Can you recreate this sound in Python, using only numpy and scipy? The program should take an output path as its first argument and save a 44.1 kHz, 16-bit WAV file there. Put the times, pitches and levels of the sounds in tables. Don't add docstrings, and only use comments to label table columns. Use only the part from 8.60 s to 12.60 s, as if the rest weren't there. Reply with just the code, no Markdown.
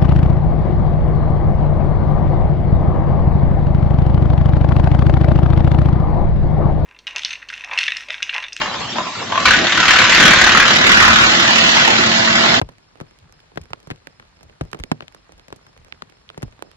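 import sys
import numpy as np
from scipy import signal
from scipy.fft import rfft, irfft, next_fast_len
from scipy.io import wavfile
from scipy.ndimage import uniform_filter1d, minimum_filter1d, map_coordinates

SR = 44100
rng = np.random.default_rng(int(sys.argv[2]) if len(sys.argv) > 2 else 0)


def nominal_scale(level):
    x = np.asarray(level, float) / 20
    return 10 ** x


def dump(signal):
    limited = np.clip(np.atleast_2d(signal).T, -1, 1)
    pcm = np.round(limited * 32767).astype(np.int16)
    wavfile.write(sys.argv[1], SR, pcm)


N = 176400
TIME_S = np.arange(N) / SR
KNIFE_HZ = 37.6


def unit(x):
    return x / np.sqrt(np.mean(x ** 2) + 1e-20)


def along(points, hz):
    point_hz, value = np.transpose(points)
    return np.interp(np.log(hz + 1), np.log(point_hz + 1), value)


def curves(rows, at_s=TIME_S):
    s, *columns = np.transpose(rows)
    return [np.interp(at_s, s, column) for column in columns]


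def wobble(rate_hz):
    knots = rng.standard_normal(int(N * rate_hz / SR) + 4)
    return map_coordinates(knots, [np.arange(N) * rate_hz / SR])


def fade_in(from_s, span_s):
    return 1 / (1 + np.exp((from_s - TIME_S) / span_s))


def filtered(x, response):
    m = next_fast_len(N + SR // 2)
    return irfft(rfft(x, m) * response(np.fft.rfftfreq(m, 1 / SR)), m)[..., :N]


def smoothed(x, sizes, axes):
    first = uniform_filter1d(x, sizes[0], axes[0])
    return uniform_filter1d(first, sizes[1], axes[1])


def rush(spectrum, patchy_db):
    z = signal.stft(rng.standard_normal((2, N)), nperseg=512)[2]
    patches = unit(smoothed(rng.standard_normal(z.shape[1:]), (4, 7), (0, 1)))
    pair = signal.istft(z * nominal_scale(patchy_db * patches), nperseg=512)[1][:, :N]
    return unit(filtered(pair, lambda hz: nominal_scale(along(spectrum, hz))))


def grains(s, hz, db, t60_s, size):
    t = np.arange(size) / SR
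    at = (np.round(s * SR).astype(int)[:, None] + np.arange(size)).ravel()
    fade = nominal_scale(db[:, None] - 60 * t / t60_s[:, None]) * (1 - np.exp(-t / 0.0002))
    phase = 2 * np.pi * rng.random((len(s), 2))
    streams = []
    for c in (0, 1):
        sines = fade * np.sin(2 * np.pi * hz[:, None] * t + phase[:, [c]])
        streams.append(np.bincount(at, sines.ravel(), N + SR)[:N])
    return np.array(streams)


# start_s, ring_db, ring_hz, spray_db
BITE = [(0, -25.5, 993, -40.5), (.3, -42, 1000, -47), (.68, -42, 1040, -41.5), (.74, -25.5, 1052, -37),
        (.84, -22, 1180, -22.5), (.86, -12.5, 1340, -15), (.91, -14, 1590, -18), (.97, -19, 1840, -17.5),
        (1.02, -45, 1580, -24), (1.16, -30.5, 1410, -21), (1.18, -16.5, 1293, -18.5),
        (1.4, -16.5, 1483, -14.5), (1.47, -21, 1470, -15), (1.5, -14.5, 1537, -11.5), (2.0, -12, 1500, -14),
        (2.15, -24.5, 1500, -14), (2.45, -9, 1377, -15), (2.63, -16, 1440, -18), (2.72, -26, 1564, -17.5),
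        (4, -27, 1476, -24)]
# start_s, level_db
STRIKE_ACCENTS = [(.829, -2), (.856, 4), (.882, -0.5), (.909, 3.5), (.935, 1.5), (.962, -2.5), (1.042, 3.5),
                  (1.07, 7), (1.12, 7.5), (1.148, 0.5), (1.175, 2.5), (1.2, 2), (1.228, -0.5), (1.255, -1),
                  (1.281, 4.5), (1.308, 4), (1.335, -0.5), (1.361, 0), (1.388, 3), (1.414, -2),
                  (1.441, 0.5), (1.467, -14.5), (1.494, -1.5), (1.52, -5), (1.547, -1), (1.574, -3.5),
                  (1.68, 0), (1.76, -2.5), (1.84, -0.5), (1.866, -1), (1.946, -1), (2.026, -5),
                  (2.052, 1.5), (2.106, 2.5), (2.132, -1), (2.185, -3.5), (2.265, 2.5), (2.345, -2.5),
                  (2.398, -2.5), (2.478, -1.5), (2.505, -1.5), (2.584, 1), (2.77, -1.5), (2.8, 2),
                  (2.903, -7), (3.116, -6.5), (3.17, 3.5), (3.223, -6), (3.36, 1), (3.382, 0), (3.489, 2.5),
                  (3.648, -1), (3.68, 2.5), (3.701, 3), (3.728, 2), (3.755, 6), (3.781, 2), (3.834, 5.5),
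                  (3.861, 2), (3.941, 9)]
# centre_hz, width_hz, level_db
HOOD_PLATES = [(1282, 13, -4.5), (1380, 68, -2), (1500, 35, 5.5), (1680, 48, 2.5), (1840, 190, 0.5)]
# freq_hz, level_db_per_hz
SPLINTERS = [(300, -32.5), (520, -7), (680, -9), (1000, -5), (1900, 1.5), (3500, -2), (5000, -8),
             (7300, -13), (7750, -21.5), (9000, -120)]


def knives():
    first_s, scatter_db, odd_knife_db = 0.003, 0.9, 0.23
    tear_floor, rise_s, die_s = 0.38, 0.0013, 0.0105
    pitch_spread, ring_cycles = 0.17, 4.04
    overtone, overtone_db = 2.0, -5.5

    k = np.arange(int(N / SR * KNIFE_HZ))
    draw = rng.standard_normal((len(k), 3))
    s = first_s + k / KNIFE_HZ + 0.001031 * np.abs(draw[:, 0])
    size_db = scatter_db * draw[:, 1] + odd_knife_db * (-1) ** k
    accent_s, accent_db = np.transpose(STRIKE_ACCENTS)
    size_db[np.round((accent_s - first_s) * KNIFE_HZ).astype(int)] = accent_db

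    hits = np.bincount(np.round(s * SR).astype(int), nominal_scale(size_db), N)[:N]
    t = np.arange(SR // 8) / SR
    tear = np.exp(-t / die_s) * (1 - np.exp(-t / rise_s))
    beat = unit(tear_floor + signal.fftconvolve(hits, tear)[:N])
    ring_db, _, spray_db = curves(BITE)

    each = rng.standard_normal((len(k), 24, 3))
    at_s = (s[:, None] + 0.0065 * each[..., 0] ** 2).ravel()
    detune = (0.2 * draw[:, 2:] + each[..., 1]).ravel()
    hz = curves(BITE, at_s)[1] * np.exp(pitch_spread * detune)
    high = np.arange(len(at_s)) % 3 == 0
    hz = hz * np.where(high, overtone, 1)
    grain_db = (size_db[:, None] + 4 * each[..., 2]).ravel() + overtone_db * high
    ring = grains(at_s, hz, grain_db, ring_cycles * 7 * (1 + high) / hz, size=600)

    def plates(f):
        resonances = [nominal_scale(db) * 1j * f * w / (c * c - f * f + 1j * f * w) for c, w, db in HOOD_PLATES]
        return 1 + sum(resonances)

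    chips = unit(beat * nominal_scale(0.75 * wobble(150)) * rush(SPLINTERS, patchy_db=2.5))
    return nominal_scale(ring_db) * unit(filtered(ring, plates)) + nominal_scale(spray_db + 3.5) * chips


# start_s, peak_db, ring_hz
KNOCKS = [(0.014, -7, 993), (0.016, -10, 2620), (0.077, -17, 860), (0.142, -12.5, 950), (0.205, -14.5, 754),
          (0.356, -14, 824), (0.365, -13.5, 904), (0.383, -6.5, 1010), (0.469, -14, 997),
          (0.551, -14.5, 1380), (0.624, -15.5, 1780), (0.721, -4.5, 1029), (0.756, -7, 950),
          (0.776, -3.5, 1153), (3.171, -4, 1930), (3.277, -2, 802), (3.356, -8, 1770), (3.47, -7, 845)]


def knocks():
    s, db, hz = np.transpose(KNOCKS)
    db = db - 6
    mode_ratio = np.array([0.62, 1, 1.12, 1.5, 2.1, 2.9])
    mode_db = np.array([-6.5, 0.5, -4.5, -7.0, -6.5, -7.5])
    each = rng.standard_normal((len(s), 6, 3))
    at_s = (s[:, None] + 0.002 * np.abs(each[..., 0])).ravel()
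    mode_hz = (hz[:, None] * mode_ratio * np.exp(0.049 * each[..., 1])).ravel()
    level_db = (db[:, None] + mode_db + 1.4 * each[..., 2]).ravel()
    t60_s = 0.045 * (1200 / mode_hz) ** 0.38
    wood = grains(at_s, mode_hz, level_db, t60_s, size=2000)

    hits = np.bincount(np.round(s * SR).astype(int), nominal_scale(db), N)
    decay = np.exp(-np.arange(2000) / (0.0073 * SR))
    crack = 0.36 * signal.fftconvolve(hits, decay)[:N] * rush(SPLINTERS, patchy_db=3.0)
    return wood + crack


# start_s, peak_db
SLAMS = [
    (0.999, -18.5),
    (1.826, -24),
]
# freq_hz, t60_s
TROUGH = [(240, 0.052), (345, 0.4)]


def slams():
    rows = np.array([(s, hz, db, t60_s) for s, db in SLAMS for hz, t60_s in TROUGH])
    return grains(*rows.T, size=8000)[0]


# freq_hz, level_db_per_hz
OUTFEED = [(400, -63), (560, -6.5), (750, -0.5), (1200, -2.5), (2200, -1), (4200, -3.5), (7500, -16),
           (9000, -120)]


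def outfeed():
    level_db = -16.5 + 1.4 * wobble(12) + 0.79 * wobble(120)
    return nominal_scale(level_db) * fade_in(2.36, 0.15) * rush(OUTFEED, patchy_db=3.5)


# start_s, rumble_db, hum_db (the hum column drives the drum)
HOOD = [(0.0, -35, -51), (0.31, -44, -90), (0.36, -29, -29), (0.53, -40, -59), (1.05, -21, -43),
        (1.1, -36, -58), (1.18, -27.5, -39), (1.56, -26, -46), (1.64, -20, -30), (1.8, -23.5, -49.5),
        (2.05, -25, -38), (2.15, -23.5, -28.5), (3.1, -27, -29), (3.3, -24.5, -35), (3.42, -27.5, -26),
        (3.7, -26.5, -26.5), (4.0, -22.5, -27)]
# freq_hz, level_db_per_hz
RUMBLE = [(12, -49), (20, -36), (92, -12), (222, -3.5), (286, -6), (341, -4), (447, -13), (676, -8),
          (900, -13), (1170, -40), (1980, -120)]
# freq_hz, level_db_per_hz
IDLE = [(18, -56), (30, -37.5), (113, -1), (292, -5), (999, -3), (1100, 0), (1350, -7.5), (3750, -5.5),
        (7710, -16.5), (10000, -53), (17000, -120)]


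def hood():
    rumble_db, _ = curves(HOOD)
    throb = 1 + 0.16 * np.cos(2 * np.pi * KNIFE_HZ * (TIME_S - 0.012))
    rumble = nominal_scale(rumble_db + 0.5 + 0.7 * wobble(9.8)) * throb * rush(RUMBLE, patchy_db=2.0)
    return rumble + nominal_scale(-26) * rush(IDLE, patchy_db=4.5)


# order_of_knife_rate, level_db
HUM_ORDERS = [(3, -14), (5, -10), (6, -1.5), (9, -13)]


def drum():
    hum = np.zeros(N)
    for order, db in HUM_ORDERS:
        level = nominal_scale(db + 1.7 * wobble(9.6))
        hum += level * np.sin(2 * np.pi * order * (KNIFE_HZ - 0.05) * TIME_S + 0.14 * wobble(5.86))
    whine = nominal_scale(-26.5 + 3 * wobble(12)) * np.sin(2 * np.pi * 667 * TIME_S + 1.1 * wobble(25))
    _, hum_db = curves(HOOD)
    return np.sqrt(2) * (nominal_scale(hum_db - 0.5) * hum + whine * fade_in(2.9, 0.15))


# freq_hz, level_db_per_hz
THUD = [(12, -5), (25, -2), (70, 1), (110, 1.5), (200, -46)]


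def thud():
    ring_db = curves(BITE)[0]
    return nominal_scale(-35.5 + 0.93 * (ring_db + 16.5)) * rush(THUD, patchy_db=0.5)


# freq_hz, t60_s
YARD = [(200, 0.45), (2000, 0.55), (7000, 0.13)]


def yard(x):
    hz, t, z = signal.stft(rng.standard_normal((2, SR // 2)), SR, nperseg=256)
    decay = nominal_scale(-60 * t / along(YARD, hz)[:, None])
    tail = signal.istft(z * decay, SR, nperseg=256)[1]
    delayed = np.pad(x, ((0, 0), (300, 0)))
    return signal.fftconvolve(delayed, tail / np.linalg.norm(tail[0]), axes=1)[:, :N]


def ports(pair, facing):
    m = next_fast_len(N + 4096)
    bin_hz = np.fft.rfftfreq(m, 1 / SR)
    hz, *columns = np.transpose(facing)
    alike, lead_rad, lean_db = [along(np.transpose([hz, c]), bin_hz) for c in columns]
    turn = np.arccos(np.clip(alike, -1, 1)) / 2
    mid, side = rfft(pair, m) * [np.cos(turn), np.sin(turn)]
    tilt = nominal_scale(lean_db / 2) * np.exp(-0.5j * lead_rad)
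    return irfft([(mid + side) * tilt, (mid - side) / tilt], m)[:, :N]


# freq_hz, likeness_0_to_1, right_lead_rad, left_minus_right_db
FACING = [(60, .985, 0, 0), (200, .92, -.05, 0), (350, .45, -.1, .5), (650, .08, .1, -.3),
          (1050, .75, .05, 1), (1400, .8, .05, .7), (1800, .3, .45, 2.5), (2900, .25, .3, -1.2),
          (5000, .05, 0, -.3)]
# freq_hz, likeness_0_to_1, right_lead_rad, left_minus_right_db
TURNED = [(60, .985, 0, 0), (200, .95, .1, 0), (350, .6, .4, -1), (480, .5, 1.9, -3), (620, .55, 2.2, -5),
          (1200, .4, 1.6, -.3), (1700, .2, 2.6, 0), (2400, .5, 3.1, -1.2), (3200, .3, 3.1, -1.5),
          (5200, .05, 3, -3.5)]


def scene():
    near = knives() + knocks()
    pair = near + nominal_scale(-7) * yard(near) + hood() + thud() + outfeed()
    pair[0] += slams() + drum()
    away = fade_in(2.074, 0.11)
    panned = (1 - away) * ports(pair, FACING) + away * ports(pair, TURNED)
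    return panned * nominal_scale(2.2 * away * (1.5 - away))


def band_holes(x):
    hole_db, under_db, chance_db = -40, -8.5, 2
    mid_side = np.array([x[0] + x[1], x[0] - x[1]]) / 2
    hz, _, z = signal.stft(mid_side, SR, nperseg=2048, noverlap=1536)
    power = smoothed(np.abs(z) ** 2, (5, 3), (1, 2))
    around = smoothed(power.mean(0), (24, 5), (0, 1))
    luck = nominal_scale(2 * chance_db * unit(smoothed(rng.standard_normal(z.shape), (7, 6), (1, 2))))
    threshold = around * nominal_scale(2 * under_db - 7 * (hz < 650))[:, None]
    strong = (power * luck >= threshold).astype(float)
    strong = minimum_filter1d(minimum_filter1d(strong, 4, 1), 4, 2)
    holed = ((hz > 380) & (hz < 7000))[:, None]
    keep = nominal_scale(hole_db * (1 - strong) * holed) * (hz < 7650)[:, None]
    mid, side = signal.istft(z * keep, SR, nperseg=2048, noverlap=1536)[1][:, :N]
    return np.array([mid + side, mid - side])


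def band_limit(x):
    return signal.sosfilt(signal.butter(12, 15900, fs=SR, output="sos"), x)


def record(dry):
    overloaded = np.clip(band_holes(dry), -1.012, 1.012)
    return band_limit(overloaded)


dry = scene()
out = record(dry)
dump(out)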